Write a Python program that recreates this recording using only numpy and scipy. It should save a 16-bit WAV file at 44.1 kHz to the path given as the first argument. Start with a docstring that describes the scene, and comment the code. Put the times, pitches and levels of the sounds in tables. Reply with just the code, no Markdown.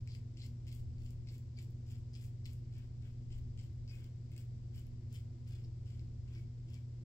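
"""Wet shave with a safety razor

A razor is drawn over a lathered neck in short strokes, about three a second, then slower, in a small bathroom.
The edge rasps and at times sings on the skin; cut stubble rings the razor head; wiped lather crackles.
Rasp, stubble and lather are random clicks, shaped per stroke and filtered; hairs and landings are plucks.
Behind it lie mains and fan tones, a fan throb and filtered noise for ventilation rumble and hiss.
Two phone microphones an arm's length away hear the razor with differing lag, wall ring and colour."""
import sys
import numpy as np
from scipy import signal
from scipy.fft import rfft, irfft
from scipy.io import wavfile
from scipy.ndimage import uniform_filter1d, map_coordinates

SR = 44100
rng = np.random.default_rng(int(sys.argv[2]) if len(sys.argv) > 2 else 0)


def generate_wav(sig):
    """Save sig (samples, or channels by samples) to the path in sys.argv[1] as 16-bit PCM at SR."""
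    pcm = np.round(np.clip(np.atleast_2d(sig).T, -1, 1) * 32767).astype(np.int16)
    wavfile.write(sys.argv[1], SR, pcm)


N = 310464
TIME = np.arange(N) / SR
FREQS = np.arange(N // 2 + 1) * SR / N

# razor strokes: start_s, length_s, hardest_bite (share of length), most_lather (share of length),
# rasp_db, stubble_db, lather_db, landing_tick_db
STROKES = [ (0.075, 0.11, 0.35, 0.87, -84, -66.5, -74.5, -37.5),
           (0.371, .11, 0.76, 0.89, -79, -69, -74.5, -43.5),
           (0.669, 0.13, 0.29, 0.65, -82, -67.5, -69, -42.5),
           (0.983, 0.15, .52, 0.43, -80, -73.5, -77, -48),
           (1.272, .115, 0.72, 0.68, -79, -71.5, -74.5, -42),
           (1.572, 0.072, 0.14, 0.66, -77, -65, -72, -52), (1.865, .122, 0.57, 0.059, -76, -70, -73.5, -50),
           (2.135, .15, 0.33, 0.66, -77, -67, -70.5, -40.5), (2.457, 0.12, .05, .05, -75, -73, -77, -32),
           (2.727, .125, .3, .52, -73, -74.5, -79, -48), (3.021, 0.092, 0.18, 0.5, -74, -78, -80, -53),
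           (3.305, 0.086, .35, 0.9, -73, -71, -78, -51), (3.576, 0.095, 0.12, 0.64, -75, -67, -79, -43),
           (3.878, 0.2, 0.099, 0.37, -70, -72.5, -74, -44), (4.3175, 0.12, 0.68, 0.7, -75, -75, -71.5, -44),
           (4.735, 0.1, .45, .42, -74.5, -74.5, -70.5, -64),
           (5.115, 0.091, 0.55, 0.24, -75, -68.5, -73, -61), (5.467, 0.15, 0.66, 0.1, -74, -70, -76.5, -55),
           (5.858, 0.18, .1, .05, -78, -73, -83, -50), (6.279, 0.14, 0.77, 0.47, -71.5, -73, -79, -62),
           (6.691, 0.1, 0.53, 0.25, -71, -73.5, -78, -64)]


def undb(db):
    """Decibels to gain."""
    return 10 ** (np.asarray(db) / 20)


def unit(x):
    """Scale to rms 1."""
    return x / np.sqrt(np.mean(np.abs(x) ** 2))


def slope(points):
    """Join (Hz, dB) points on a log-frequency axis."""
    hz, db = np.transpose(points)
    return np.interp(np.log(FREQS + 1), np.log(hz), db)


def response(points):
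    """Causal minimum-phase filter with the given colour, falling steeply outside its points."""
    below = np.maximum(points[0][0] / (FREQS + 1), 1)
    above = np.maximum(FREQS / points[-1][0], 1)
    gain = undb(slope(points)) / (below * above) ** 4 + 1e-5
    cepstrum = irfft(np.log(gain), N)
    # fold the cepstrum onto positive time
    cepstrum[1:N // 2] *= 2
    cepstrum[N // 2 + 1:] = 0
    return np.exp(rfft(cepstrum))


def through(x, gain):
    """Filter by a frequency response."""
    return irfft(rfft(x) * gain, N)


def walk(steps_per_s):
    """Random wandering of rms about 1: random steps joined by straight lines."""
    step = int(SR / steps_per_s)
    held = np.repeat(rng.standard_normal(N // step + 1), step)
    return unit(uniform_filter1d(held, step))[:N]


def crackle(per_s, spread_db):
    """Tiny clicks at random moments, most small and a few large; rms 1."""
    present = rng.random(N) < per_s / SR
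    size = np.minimum(rng.exponential(size=N), 4)
    sign = rng.choice([-1, 1], N)
    return unit(present * sign * undb(spread_db * size))


def pair(likeness):
    """Left and right noise, alike by the given share at each frequency, as spectra."""
    mid, side = rfft(rng.standard_normal((2, N)))
    shared = np.sqrt((1 + likeness) / 2) * mid
    opposed = np.sqrt((1 - likeness) / 2) * side
    return shared + opposed * np.array([[1], [-1]])


def hum(steps_per_s):
    """Mains and fan tones, each wavering in level and phase."""
    # steady tones: pitch_hz, rms_db, waver (share of level)
    hum_tones = [(81.1, -65, .8), (98.4, -54, .3), (120, -47.3, .04), (234.3, -75, .2), (240, -66.8, .3),
                 (360, -76, .1), (436, -88, .5), (960, -101, .4)]
    out = 0
    for hz, db, waver in hum_tones:
        phase = 2 * np.pi * (hz * TIME + rng.random())
        wobble = walk(steps_per_s) * np.sin(phase) + walk(steps_per_s) * np.cos(phase)
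        out = out + undb(db) * unit(np.sin(phase) + waver * wobble)
    return out


def fan_throb(hz, width_hz, db, sharpness):
    """Once a turn the fan rubs softly and stirs a low resonance: noise in a narrow band, swelling per turn."""
    turns_per_s = 2.986
    rub = np.exp(sharpness * (np.cos(2 * np.pi * turns_per_s * TIME) - 1))
    resonance = 1 / (1 + 2j * (FREQS - hz) / width_hz) ** 2
    drone = through(rng.standard_normal(N), resonance)
    return undb(db) * unit(rub * drone)


def air(rumble_db, hiss_db, alike_hz, eddy_hz, hiss_likeness):
    """Fan rumble and hiss. Long waves reach both microphones alike; the slowest eddies do not."""
    # colour of the ventilation rumble: freq_hz, level_db
    rumble_colour = [(14, -21.5), (20, 1.5), (35, -2), (65, -1.5), (85, 3), (108, -6.5), (155, -5.5),
                     (190, -18.5), (250, -15.5), (295, -27), (345, -20), (380, -29), (470, -28.5),
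                     (560, -33), (800, -42.5)]
    # colour of the hiss above it: freq_hz, level_db
    hiss_colour = [(410, -31), (700, 1.5), (873, -9.5), (995, -3), (1130, -8), (1430, -8), (1720, -10),
                   (2090, -6.5), (2510, -9.5), (4160, -8.5), (4990, -4.5), (6650, -14.5), (7480, -10.5),
                   (9450, -31), (15700, -27)]
    # level of the deepest rumble: time_s, gain_db
    deep_levels = [(0, 0.5), (0.5, -2), (0.7, 0.5), (1.15, 6), (1.4, -3), (3.1, 2.5), (3.45, 6), (3.7, 1.5),
                   (4.4, -2.5), (4.75, 4), (5.05, 0), (6.05, 3), (6.4, 1), (7.04, -3.5)]
    likeness = 1 / (1 + (FREQS / alike_hz) ** 3) / (1 + (eddy_hz / (FREQS + 1)) ** 3)
    rumble = unit(irfft(pair(likeness) * response(rumble_colour), N))
    hiss = unit(irfft(pair(hiss_likeness) * response(hiss_colour), N))
    # only the deepest part rises and falls
    deep = through(rumble, 1 / (1 + (FREQS / 80) ** 4))
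    deep_gain = undb(np.interp(TIME, *np.transpose(deep_levels)))
    rumble = rumble + deep * (deep_gain - 1)
    return rumble * undb(rumble_db) + hiss * undb(hiss_db)


def chirps(waver_hz):
    """The edge catches on taut skin and sings: swells of a nearly pure tone, its pitch trembling as it slips."""
    # singing of the edge: centre_s, pitch_hz, level_db, half_length_s
    chirp_list = [(0.44, 2180, -71, 0.012), (1.586, 2330, -65, 0.01), (3.899, 4970, -69, .009),
                  (3.936, 2470, -70, 0.021), (4.033, 2300, -77, .02), (4.774, 2974, -71.5, .018),
                  (5.145, 3080, -72.5, 0.016), (6.372, 2263, -65.5, 0.02), (6.764, 2290, -74, .02)]
    out = np.zeros(N)
    tremble = 2 * np.pi * np.cumsum(waver_hz * walk(400)) / SR
    for s, hz, db, half_s in chirp_list:
        on = np.abs(TIME - s) < 3 * half_s
        envelope = np.exp(-((TIME[on] - s) / half_s) ** 2)
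        out[on] += undb(db) * envelope * np.sin(2 * np.pi * hz * TIME[on] + tremble[on])
    return np.sqrt(2) * out


def tufts(width_hz, per_s):
    """Tufts of long, stiff bristles twang off the blade: runs of plucks, each ringing briefly at their pitch."""
    # twanging tufts: centre_s, pitch_hz, level_db, half_length_s
    tuft_list = [(0.11, 4470, -66.5, .032), (0.411, 4300, -63.5, .028), (0.705, 4170, -72, 0.018),
                 (1.287, 4600, -65.5, .014), (1.574, 4500, -69.5, .012), (2.141, 5000, -69, 0.013),
                 (2.456, 4900, -62.5, 0.0091), (3.892, 4900, -67, 0.0091), (5.646, 5000, -71, 0.011),
                 (6.349, 5000, -72.5, .018), (6.74, 4960, -69, .006)]
    out = np.zeros(N)
    plucks = crackle(per_s, spread_db=3.5)
    age = TIME[:SR // 100]
    for s, hz, db, half_s in tuft_list:
        on = np.abs(TIME - s) < 3 * half_s
        ring = age * np.exp(-np.pi * width_hz * age) * np.sin(2 * np.pi * hz * age)
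        run = plucks[on] * np.exp(-((TIME[on] - s) / half_s) ** 2)
        out[on] += undb(db) * signal.lfilter(ring / np.linalg.norm(ring), 1, run)
    return out


def razor_head(ring_db):
    """Each impulse passes straight on and also rings the modes of the metal head."""
    # modes of the head: freq_hz, width_hz, relative_db
    head_modes = [(1550, 84, 0), (2140, 110, -10.5), (2530, 38, -31), (3110, 57, -11), (3440, 130, -2),
                  (4710, 6.7, -0.5), (5180, 22, -7.5), (4930, 15, -5.5), (6060, 140, 2), (6960, 73, -7)]
    ring = sum(undb(db + ring_db) / (1 + 2j * (FREQS - hz) / width) for hz, width, db in head_modes)
    return 1 + ring


def swell(age_s, length_s, peak, drops_db):
    """Grow to a peak at the given share of the stroke, ease off, then die quickly as the blade lifts."""
    lift_db_per_s = 481
    first_db, last_db = drops_db
    db = np.interp(age_s / length_s, [0, np.clip(peak, .01, .99), 1], [-first_db, 0, -last_db])
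    return undb(db - lift_db_per_s * np.maximum(age_s - length_s, 0))


def stroke_levels():
    """Cutting peaks at the bite, crackle where the lather piles up, the rasp of the skin midway between."""
    firm_land_s, firm_tick_db = 0.0022, -42.5  # softer ticks land slower in proportion, louder ones faster
    # below the peak: as the blade lands dB, as it lifts dB
    rasp_drops_db, stubble_drops_db, lather_drops_db = (7.6, 9), (4, 12.2), (14, 10)
    rasp, stubble, lather = levels = np.zeros((3, N))
    for s, length_s, bite, piled, rasp_db, stubble_db, lather_db, tick_db in STROKES:
        land_s = firm_land_s * undb(firm_tick_db - tick_db)
        on = slice(max(int((s - land_s) * SR), 0), int((s + 2 * length_s) * SR))
        age_s = TIME[on] - s
        contact = np.clip(age_s / land_s + 1, 0, 1)
        rasp[on] += contact * undb(rasp_db) * swell(age_s, length_s, (bite + piled) / 2, rasp_drops_db)
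        stubble[on] += contact * undb(stubble_db) * swell(age_s, length_s, bite, stubble_drops_db)
        lather[on] += contact * undb(lather_db) * swell(age_s, length_s, piled, lather_drops_db)
    return levels


def snaps(burst_s, chatter):
    """Each landing and thick hair is a sharp pluck with brief blade chatter; returns dry and wet parts."""
    # thick hairs snapping under the lather: time_s, dry_snap_db, wet_crackle_db
    thick_hairs = [(0.15, -36.5, -60), (0.3865, -44, -65), (0.404, -41, -66), (0.4653, -51, -45),
                   (0.727, -43, -42), (1.0624, -47, -48), (1.1066, -48, -42.5), (1.287, -41, -64),
                   (1.3812, -53, -43.5), (1.5883, -33.5, -62), (1.627, -53, -45.5), (1.7075, -54, -48),
                   (2.152, -37, -58), (2.462, -35, -41), (2.5326, -44, -41), (3.3874, -50, -51),
                   (3.6128, -48, -58), (3.7309, -62, -59), (3.9539, -46, -54), (4.0432, -44, -48),
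                   (4.3645, -39.5, -46), (4.3789, -36, -39), (4.7598, -46, -43), (4.779, -44, -45),
                   (4.8685, -46, -49), (5.1277, -49, -41), (5.141, -49, -44), (5.6421, -45.5, -57),
                   (5.9945, -43.5, -66), (6.743, -45, -43.5)]
    landing_wet_db = -15.5  # lather squashed by the landing blade, relative to its tick
    landings = [(s, tick_db, tick_db + landing_wet_db) for s, *_, tick_db in STROKES]
    plucks = landings + list(thick_hairs)
    dry_part, wet_part = np.zeros((2, N))
    age = TIME[:SR // 100]
    noises = rng.standard_normal((len(plucks), len(age)))
    for (s, dry_db, wet_db), noise in zip(plucks, noises):
        burst = chatter * noise * np.exp(-age / burst_s)
        burst[0] += 1
        burst /= np.linalg.norm(burst)
        at = int(s * SR)
        dry_part[at:at + len(age)] += burst * undb(dry_db)
        wet_part[at:at + len(age)] += burst * undb(wet_db)
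    return dry_part, wet_part


def razor():
    """Dense slips on the skin, sparser cuts of hair and bursting foam, all heard through the razor head."""
    # colour of the rasp on the skin: freq_hz, level_db
    rasp_colour = [(1100, -8), (1500, -7), (1800, -7), (2250, -2), (2700, -2.5), (3100, 0.5), (3700, -8.5),
                   (4200, -16)]
    # colour of the stubble cutting: freq_hz, level_db
    stubble_colour = [(1750, -15), (2150, -1.5), (3100, -0.5), (3700, -8), (4400, -3), (5000, -0.5),
                      (5500, -2.5), (6000, -19), (6700, -11), (7400, -6.5), (8300, -11.5), (9600, -26.5)]
    # colour of the lather crackle: freq_hz, level_db
    lather_colour = [(6600, -7.5), (7500, 0.0), (8600, -6), (9900, -10), (11300, -7), (12700, -4),
                     (14000, -6), (15400, -4.5)]
    rasp, cutting, foam = stroke_levels()
    dry_snaps, wet_snaps = snaps(burst_s=.0005, chatter=.25)
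    head = razor_head(ring_db=-1)

    patches_per_s, patchy_db = 90, 2.5  # stubble grows unevenly
    patches = unit(undb(patchy_db * walk(patches_per_s)))
    slips = rasp * crackle(per_s=1600, spread_db=2.5)
    cuts = cutting * patches * crackle(per_s=1100, spread_db=4) + dry_snaps
    bubbles = foam * patches * crackle(per_s=1400, spread_db=5) + wet_snaps

    scrape = np.zeros(N)
    for push, colour in [(slips, rasp_colour), (cuts, stubble_colour), (bubbles, lather_colour)]:
        scrape += through(push, unit(head * response(colour)))
    return scrape + tufts(width_hz=1300, per_s=1800) + chirps(waver_hz=45.1)


def bathroom(x, wall_db, t60_s, sways_per_s, count=4):
    """Direct sound reaches the left microphone first; its lag and the wall ring shift as the hand moves."""
    port_lag_samples = 7
    age = TIME[:SR // 3]
    walls = rng.standard_normal((count, 2, len(age))) * np.exp(-np.log(1000) * age / t60_s)
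    walls *= undb(wall_db) / np.linalg.norm(walls, axis=2, keepdims=True)
    # wandering mix of several wall responses, constant in power
    shares = np.array([walk(sways_per_s) for _ in range(count)])
    shares /= np.linalg.norm(shares, axis=0)
    ring = np.zeros((2, N))
    for share, wall in zip(shares, walls):
        ring += signal.oaconvolve((x * share)[None], wall, axes=1)[:, :N]
    lag = port_lag_samples + walk(2 * sways_per_s)
    right = map_coordinates(x, [np.arange(N) - lag], order=3)
    direct = np.array([x, right])
    return (direct + ring) / np.sqrt(1 + undb(wall_db) ** 2)


def scene():
    """The razor in the bathroom over hum, fan and air."""
    shave = bathroom(razor(), wall_db=-2.5, t60_s=.21, sways_per_s=5)
    fan = fan_throb(hz=331.7, width_hz=30, db=-77.0, sharpness=1.8)
    vent = air(rumble_db=-51.0, hiss_db=-77, alike_hz=514, eddy_hz=23, hiss_likeness=0.046)
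    return shave + hum(steps_per_s=7) + fan + vent


def record(dry):
    """The two microphone ports colour the sound differently; the ends are eased and the top is cut off."""
    # left minus right microphone, low range: freq_hz, difference_db
    ports_low = [(120, .3), (280, .5)]
    # left minus right microphone, upper range: freq_hz, difference_db
    ports_high = [(550, 7), (1000, 3), (2200, 7), (3600, 2.5), (5400, 5.5), (6050, 10), (7200, 11.5),
                  (8600, 11), (10000, 1.5), (12500, 5.5), (15400, 7)]
    top_hz = 15750
    eased = dry * signal.windows.tukey(N, .003)
    difference_db = slope([*ports_low, *ports_high])
    heard = through(eased, undb(difference_db * np.array([[1], [-1]]) / 2))
    top_cut = signal.ellip(10, .2, 70, top_hz, fs=SR, output="sos")
    return signal.sosfilt(top_cut, heard)


dry = scene()
out = record(dry)
generate_wav(out)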